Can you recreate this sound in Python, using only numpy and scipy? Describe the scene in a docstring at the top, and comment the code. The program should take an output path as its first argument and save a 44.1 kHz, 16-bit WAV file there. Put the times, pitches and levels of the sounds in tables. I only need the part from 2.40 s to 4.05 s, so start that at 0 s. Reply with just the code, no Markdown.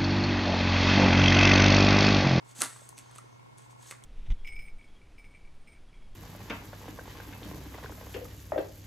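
"""Hands work a rolled paper tube loose from a folded paper model, in a small room.
First the paper slides with a growing friction hiss. At 0.2 s it lets go: a cluster of sharp buckling
snaps rings the modes of the tube. Fingers then rub and tap it, and near 1.5 s a last stroke swells
into a few more snaps. Throughout lie quiet room air, mains hum and the faint rumble, whine and
ticking of a camera's tape drive."""
import sys
import numpy as np
from scipy import signal
from scipy.fft import rfft, irfft, next_fast_len
from scipy.io import wavfile
from scipy.ndimage import uniform_filter1d

SR = 44100
rng = np.random.default_rng(int(sys.argv[2]) if len(sys.argv) > 2 else 0)


def generate_wav(sig):
    """Save sig (samples, or channels by samples) to the path in sys.argv[1] as 16-bit PCM at SR."""
    pcm = np.round(np.clip(np.atleast_2d(sig).T, -1, 1) * 32767).astype(np.int16)
    wavfile.write(sys.argv[1], SR, pcm)


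N = 72765
TIME_S = np.arange(N) / SR
SIDES = np.array([[.5], [-.5]])  # splits a difference between left and right


# Snaps and taps of the paper: time_s, crack_db, knock_db, pitch_hz, decay_ms
SNAP_EVENTS = [(0.2063, -15.5, -24.5, 1240, 1.8), (.2135, -13, -14, 1620, 0.59),
               (.2149, -12, -25, 1290, .45), (.2187, -1, -8, 1940, 0.4), (0.2215, -30, -15.5, 1300, 1.2),
               (0.222, -26, -30, 1480, 0.46), (0.2243, -34, -19, 1930, 0.82),
               (0.2259, -40, -12.5, 1236, 0.65), (0.2328, -15, -27, 1520, 0.62),
               (.2376, -13, -20, 1800, .5), (0.2477, -19.5, -28, 1320, 0.77),
               (.259, -19.5, -23, 1110, 0.41), (.3625, -51, -31, 1560, .4), (.4906, -19.5, -43, 1480, .5),
               (0.578, -35, -56, 2200, .4), (0.5798, -26, -29.5, 2380, 0.64),
               (.5875, -24.5, -44, 2030, 0.63), (.5945, -35, -33, 1900, .25),
               (.713, -37.5, -34.5, 1460, 0.38), (.753, -38, -53, 3200, 0.25), (0.76, -32, -31, 1990, 0.11),
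               (.783, -28.5, -32.5, 2720, .25), (.7858, -32.5, -23, 1310, 1.7),
               (.997, -60, -40.5, 2280, 0.95), (1.183, -34.5, -43, 2000, .5), (1.511, -20, -19, 2100, 0.43),
               (1.524, -50, -23, 1860, 0.36), (1.624, -46, -37.5, 2220, 0.89),
               (1.638, -30, -37.5, 3260, 0.72)]
# Spectrum of a crack: frequency_hz, gain_db
CRACK_SPECTRUM = [(100, -51), (300, -38), (600, -46.5), (1500, -21.5), (3400, -3), (5000, -0.5), (6400, 4),
                  (8000, 9.5), (9200, 10), (10500, 6), (11500, -3), (13000, -6), (15800, -20)]
CRUMBLE_DB, CRUMBLE_S = -1.5, 0.00023  # fibres giving way just after each crack
TUBE_DB, TUBE_GROWTH = -1.5, 1.334  # harder knocks ring the tube out of proportion

def snaps():
    """Buckling: each sudden release gives a bright crack, a hollow knock and a blow to the tube."""
    t = np.arange(SR // 20) / SR
    cracks, knocks, blows = np.zeros((3, N))
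    for time_s, crack_db, knock_db, pitch_hz, decay_ms in SNAP_EVENTS:
        burst = amp(CRUMBLE_DB) * unit(rng.standard_normal(len(t)) * np.exp(-t / CRUMBLE_S))
        burst[0] = 1
        add(cracks, time_s, amp(crack_db) * unit(burst))
        add(knocks, time_s, amp(knock_db) * knock(pitch_hz, decay_ms))
        add(blows, time_s, amp([knock_db * TUBE_GROWTH]))
    cracks = through(cracks, disperse(colour(CRACK_SPECTRUM)))
    return cracks + knocks + amp(TUBE_DB) * tube_ringing(blows)


def disperse(click, delay_s=0.000401, at_hz=8870):
    """Dispersion: low bending waves cross the sheet later, so a click becomes a falling chirp."""
    size = 2 * len(click)
    hz = np.fft.rfftfreq(size, 1 / SR)
    lag_cycles = 2 * delay_s * np.sqrt(at_hz * hz)
    return irfft(rfft(click, size) * np.exp(-2j * np.pi * lag_cycles), size)[:len(click)]


def knock(pitch_hz, decay_ms):
    """Damped oscillation: a hollow note of energy 1 swells briefly and dies away."""
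    t = np.arange(SR // 8) / SR
    return unit(np.sqrt(t) * np.sin(2 * np.pi * pitch_hz * t) * np.exp(-1000 * t / decay_ms))


# Modes of the tube and its stiff wall: pitch_hz, gain_db, t60_s
TUBE_MODES = [(971, -12, 0.19), (1112, -9.5, 0.074), (1170, -7, 0.12), (1358, -4.5, 0.057),
              (1463, -13.5, 0.156), (1589, -15, 0.154), (1707, -13, .16), (1885, -8, .1), (2032, -8, .16),
              (6570, -24, .13), (9300, -30, 0.106), (9211, -13.5, .13)]

def tube_ringing(blows):
    """Modal resonance: every blow adds energy to each mode, which loses it exponentially."""
    out = np.zeros(N)
    for pitch_hz, gain_db, t60_s in TUBE_MODES:
        retained = np.exp(-2 * np.log(1000) / (t60_s * SR))
        energy = signal.lfilter([1 - retained], [1, -retained], blows ** 2)
        out += amp(gain_db) * np.sqrt(energy) * tone(pitch_hz)
    return out


# Soft bumps of the hands: time_s, level_db, pitch_hz, decay_ms
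HAND_BUMPS = [(.163, -43, 270, 13), (0.189, -27.5, 233, 5.1), (.217, -20.5, 316, 7), (.222, -21.5, 267, 21),
              (.418, -35, 612, 1.6), (0.582, -34.5, 282, 10), (.842, -39, 390, 2), (1.511, -34.5, 540, 8.2)]

def bumps():
    """Damped flexure: the sheet gives a dull note as a hand pushes against it."""
    out = np.zeros(N)
    for time_s, level_db, pitch_hz, decay_ms in HAND_BUMPS:
        add(out, time_s, amp(level_db) * knock(pitch_hz, decay_ms))
    return out


# Paper sliding on paper or skin: start_s, end_s, start_db, end_db, hollow_share_db
RUB_STROKES = [(0.046, .118, -68, -58, -3.5), (0.15, 0.207, -53.5, -42.5, -8),
               (0.208, 0.259, -43.5, -50, 2), (0.26, 0.519, -57, -63.5, -5.5),
               (0.568, 0.606, -58.5, -62.5, -0.5), (0.605, 0.716, -72.5, -70, 3.5),
               (0.71, 0.781, -68.5, -61, -0.5), (0.796, 1.073, -78.5, -97, 9.5),
               (1.173, 1.259, -62, -67, -5), (1.296, 1.326, -64, -67, -4), (1.375, 1.413, -73, -64, -5),
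               (1.411, 1.515, -62, -52.5, -5.5), (1.506, 1.548, -56, -68, 0.5)]
# Spectrum of the surface hiss: frequency_hz, gain_db
HISS_SPECTRUM = [(300, -34), (2000, -24), (3800, -13), (5200, -12.5), (6500, -1), (8000, 0), (9500, -7),
                 (11000, -11.5), (13000, -17.5), (15800, -32)]
# Spectrum of the sheet's hollow rustle: frequency_hz, gain_db
HOLLOW_SPECTRUM = [(80, -36), (200, -18.5), (330, -8), (550, -1.5), (900, -6), (1400, -2), (2200, -3.5),
                   (3200, -4), (4500, -3), (8000, -33)]

def rubs():
    """Sliding friction: the surface hisses and the sheet rustles; overlapping strokes add in power."""
    hiss_level, hollow_level = np.zeros((2, N))
    for start_s, end_s, start_db, end_db, hollow_share_db in RUB_STROKES:
        level = stroke(start_s, end_s, start_db, end_db)
        hiss_level = np.hypot(hiss_level, level)
        hollow_level = np.hypot(hollow_level, level * amp(hollow_share_db))
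    hiss = through(hiss_level * grains(), colour(HISS_SPECTRUM))
    rustle = through(hollow_level * grains(), colour(HOLLOW_SPECTRUM))
    return hiss + rustle


# Slides that sing: start_s, end_s, start_db, end_db, centre_hz, width_hz
SINGING_SLIDES = [(0.3, 0.475, -53.5, -69, 8200, 1770), (0.516, 0.97, -71, -77, 6250, 990)]

def slides():
    """Resonant filtering: friction noise sings in a narrow band."""
    t, out = np.arange(SR // 100) / SR, np.zeros((1, N))
    for start_s, end_s, start_db, end_db, centre_hz, width_hz in SINGING_SLIDES:
        resonance = unit(t * np.exp(-np.pi * width_hz * t) * np.sin(2 * np.pi * centre_hz * t))
        out += through(stroke(start_s, end_s, start_db, end_db) * grains(), resonance)
    return out


def stroke(start_s, end_s, start_db, end_db, attack_s=0.0072, release_s=0.011):
    """Amplitude envelope of a stroke: quick onset, steady rise or fall, short release."""
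    onset = np.clip((TIME_S - start_s) / attack_s + .5, 0, 1)
    release = np.exp(-np.maximum(TIME_S - end_s, 0) / release_s)
    return onset * release * amp(np.interp(TIME_S, [start_s, end_s], [start_db, end_db]))


def grains(slips_per_s=8700, spread_db=-3.5, flutter_db=2.36):
    """Shot noise: dense, uneven slips of paper fibres, of mean power 1."""
    slips = (rng.random(N) < slips_per_s / SR) * rng.choice([-1, 1], N)
    strength = amp(spread_db * np.minimum(rng.exponential(1, N), 5))
    flutter = unit(uniform_filter1d(rng.standard_normal(N), size=300)) * np.sqrt(N)
    return unit(slips * strength * amp(flutter_db * flutter)) * np.sqrt(N)


# Reverberation time of the room: frequency_hz, t60_s
ROOM_DECAY = [(150, 0.13), (700, 0.46), (2000, 0.36), (6000, 0.34), (15000, 0.33)]

def room(sound, tail_db, tail_delay_s=0.0033, early_db=-4, early_t60_s=0.042, near_db=-12):
    """Reflection: scatter off the hands and body, then the room's short tail, follow the direct sound."""
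    t = np.arange(SR // 2) / SR
    tail, early, near = rng.standard_normal((3, 2, len(t)))
    hz, age_s, spectra = signal.stft(tail, SR, nperseg=256)
    decay = np.exp(-np.log(1000) * age_s / read(ROOM_DECAY, hz)[:, None])
    tail = signal.istft(spectra * decay, SR, nperseg=256)[1][:, :len(t)]
    tail = unit((tail + 0.18 * tail[::-1]) * (t > tail_delay_s))  # left and right partly alike
    early = unit((early + .5 * early[::-1]) * np.exp(-np.log(1000) * t / early_t60_s))
    near = unit(near[0] * np.exp(-t / 0.00042)) * np.sign(SIDES)
    return sound + through(sound, amp(tail_db) * tail + amp(early_db) * early + amp(near_db) * near)


# Stereo width: frequency_hz, side_gain_db
STEREO_WIDTH = [(100, -2), (500, 2.5), (1200, -7), (2500, -8), (4000, -4), (6500, -8.5), (9500, 1),
                (14000, 3)]
# Stereo balance: frequency_hz, left_minus_right_db
STEREO_BALANCE = [(100, -20), (280, -7.5), (600, -2), (1300, -2.3), (2400, -0.5), (4400, -0.8), (8500, 0.5),
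                  (14000, 3.5)]

def microphone(sound, low_cut_hz=150):
    """Mid-side stereo: a pair with a bass cut, its width varying with pitch, and brighter on the left."""
    size = next_fast_len(2 * N, True)
    hz = np.fft.rfftfreq(size, 1 / SR)
    bass_cut = signal.butter(2, low_cut_hz, "high", fs=SR, output="sos")
    left, right = rfft(signal.sosfilt(bass_cut, sound), size)
    pair = (left + right) / 2 + SIDES * (left - right) * amp(read(STEREO_WIDTH, hz))
    return irfft(pair * amp(SIDES * read(STEREO_BALANCE, hz)), size)[:, :N]


# Spectrum of the room air: frequency_hz, gain_db
AIR_SPECTRUM = [(20, -5), (40, -12), (54, 6.5), (80, 0.5), (135, 11.5), (170, 2.5), (300, 1), (600, -2.5),
                (950, -0.5), (1300, -5), (2300, -8), (4000, -13), (6300, -15), (9000, -17.5), (15800, -30)]

def room_air(level_db=-63.5):
    """Ambient noise: a low, steady wash reaches both microphone ports in phase."""
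    return amp(level_db) * through(rng.standard_normal(N), colour(AIR_SPECTRUM))


# Spectrum of the camera's motor: frequency_hz, gain_db
MOTOR_SPECTRUM = [(20, -16), (50, -8), (100, -8), (170, -2.5), (300, -4), (600, -6.5), (900, -5.5),
                  (1300, -12), (2300, -18.5), (4000, -24.5), (6300, -30), (9000, -33), (15800, -45)]

def motor_rumble(level_db=-57):
    """Broadband vibration: the motor shakes the two ports in antiphase."""
    return amp(level_db) * through(rng.standard_normal(N), colour(MOTOR_SPECTRUM)) * np.sign(SIDES)


def mains_hum(pitch_hz=120.6, left_db=-62.5, right_db=-57, waver_depth=.22, waver_hz=19.9):
    """Amplitude modulation: the level of the mains tone wavers at random."""
    band = signal.butter(2, [waver_hz / 2, waver_hz], "band", fs=SR, output="sos")
    waver = unit(signal.sosfilt(band, rng.standard_normal(N))) * np.sqrt(N)
    return amp([[left_db], [right_db]]) * (1 + waver_depth * waver) * tone(pitch_hz)


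# Partials of the tape drum: pitch_hz, left_db, right_db, left_lead_rad
DRUM_PARTIALS = [(719.3, -91, -76, 0.87), (1086, -73.5, -68.5, .9), (1373, -92, -73.5, 0),
                 (2174, -93, -71.5, 0.66)]

def drum_whine():
    """Line spectrum: the steadily spinning drum gives a few faint, pure tones."""
    return sum(amp([[left_db], [right_db]]) * tone(pitch_hz, left_lead_rad * SIDES)
               for pitch_hz, left_db, right_db, left_lead_rad in DRUM_PARTIALS)


# Strength of the drum's ticking: time_s, level_db
TICK_CONTOUR = [(.03, -44), (.1, -47.5), (.46, -50), (.53, -40), (.58, -50), (.69, -43.5), (.9, -49),
                (.98, -44.5), (1.2, -46), (1.23, -59), (1.265, -42.5), (1.43, -45), (1.62, -55)]

def drum_ticks(first_s=.0286, turns_per_s=29.97, pitch_hz=957, width_s=0.0021, right_db=-11):
    """Periodic excitation: once a turn, a Gaussian pulse shakes the two ports in antiphase."""
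    nearest_turn = np.round((TIME_S - first_s) * turns_per_s)
    offset_s = TIME_S - first_s - nearest_turn / turns_per_s
    level = amp(np.interp(TIME_S, *np.transpose(TICK_CONTOUR)))
    ticks = level * np.exp(-(offset_s / width_s) ** 2) * np.sin(2 * np.pi * pitch_hz * offset_s)
    return np.array([ticks, -amp(right_db) * ticks])


def tone(pitch_hz, lead_rad=0):
    """Sinusoid of mean power 1 and random phase."""
    return np.sqrt(2) * np.sin(2 * np.pi * (pitch_hz * TIME_S + rng.random()) + lead_rad)


def amp(db):
    """Decibels to gain."""
    return 10 ** (np.asarray(db) / 20)


def unit(x):
    """Normalisation to energy 1."""
    return x / np.sqrt(np.sum(x ** 2, -1, keepdims=True) + 1e-20)


def read(points, hz):
    """Interpolation on a log-frequency axis."""
    table_hz, value = np.transpose(points)
    return np.interp(np.log(hz + 1), np.log(table_hz), value)


def add(mix, start_s, sound):
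    """Superposition: a sound joins the mix at start_s."""
    part = mix[round(start_s * SR):][:len(sound)]
    part += sound[:len(part)]


def colour(spectrum, size=4096):
    """Causal impulse response of energy 1, its phase given by the Hilbert transform."""
    log_gain = np.log(amp(read(spectrum, abs(np.fft.fftfreq(size, 1 / SR)))))
    response = np.exp(np.conj(signal.hilbert(log_gain)))
    return unit(np.fft.ifft(response).real[:size // 2])


def through(x, response):
    """Convolution, cut to the scene's length."""
    return signal.fftconvolve(np.atleast_2d(x), np.atleast_2d(response), axes=1)[:, :N]


def scene():
    """Superposition: paper in the room, over the steady background."""
    impacts = room(snaps() + bumps(), tail_db=-7.5)
    friction = amp(-1) * room(rubs() + slides(), tail_db=-4.5)
    background = room_air() + motor_rumble() + mains_hum() + drum_whine() + drum_ticks()
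    return microphone(impacts + friction) + background


def record(dry):
    """Band limiting: a steep low-pass filter removes the highest treble."""
    low_pass = signal.firwin(511, cutoff=15800, window=("kaiser", 9), fs=SR)
    return signal.oaconvolve(dry, low_pass[None], "same", axes=1)


dry = scene()
out = record(dry)
generate_wav(out)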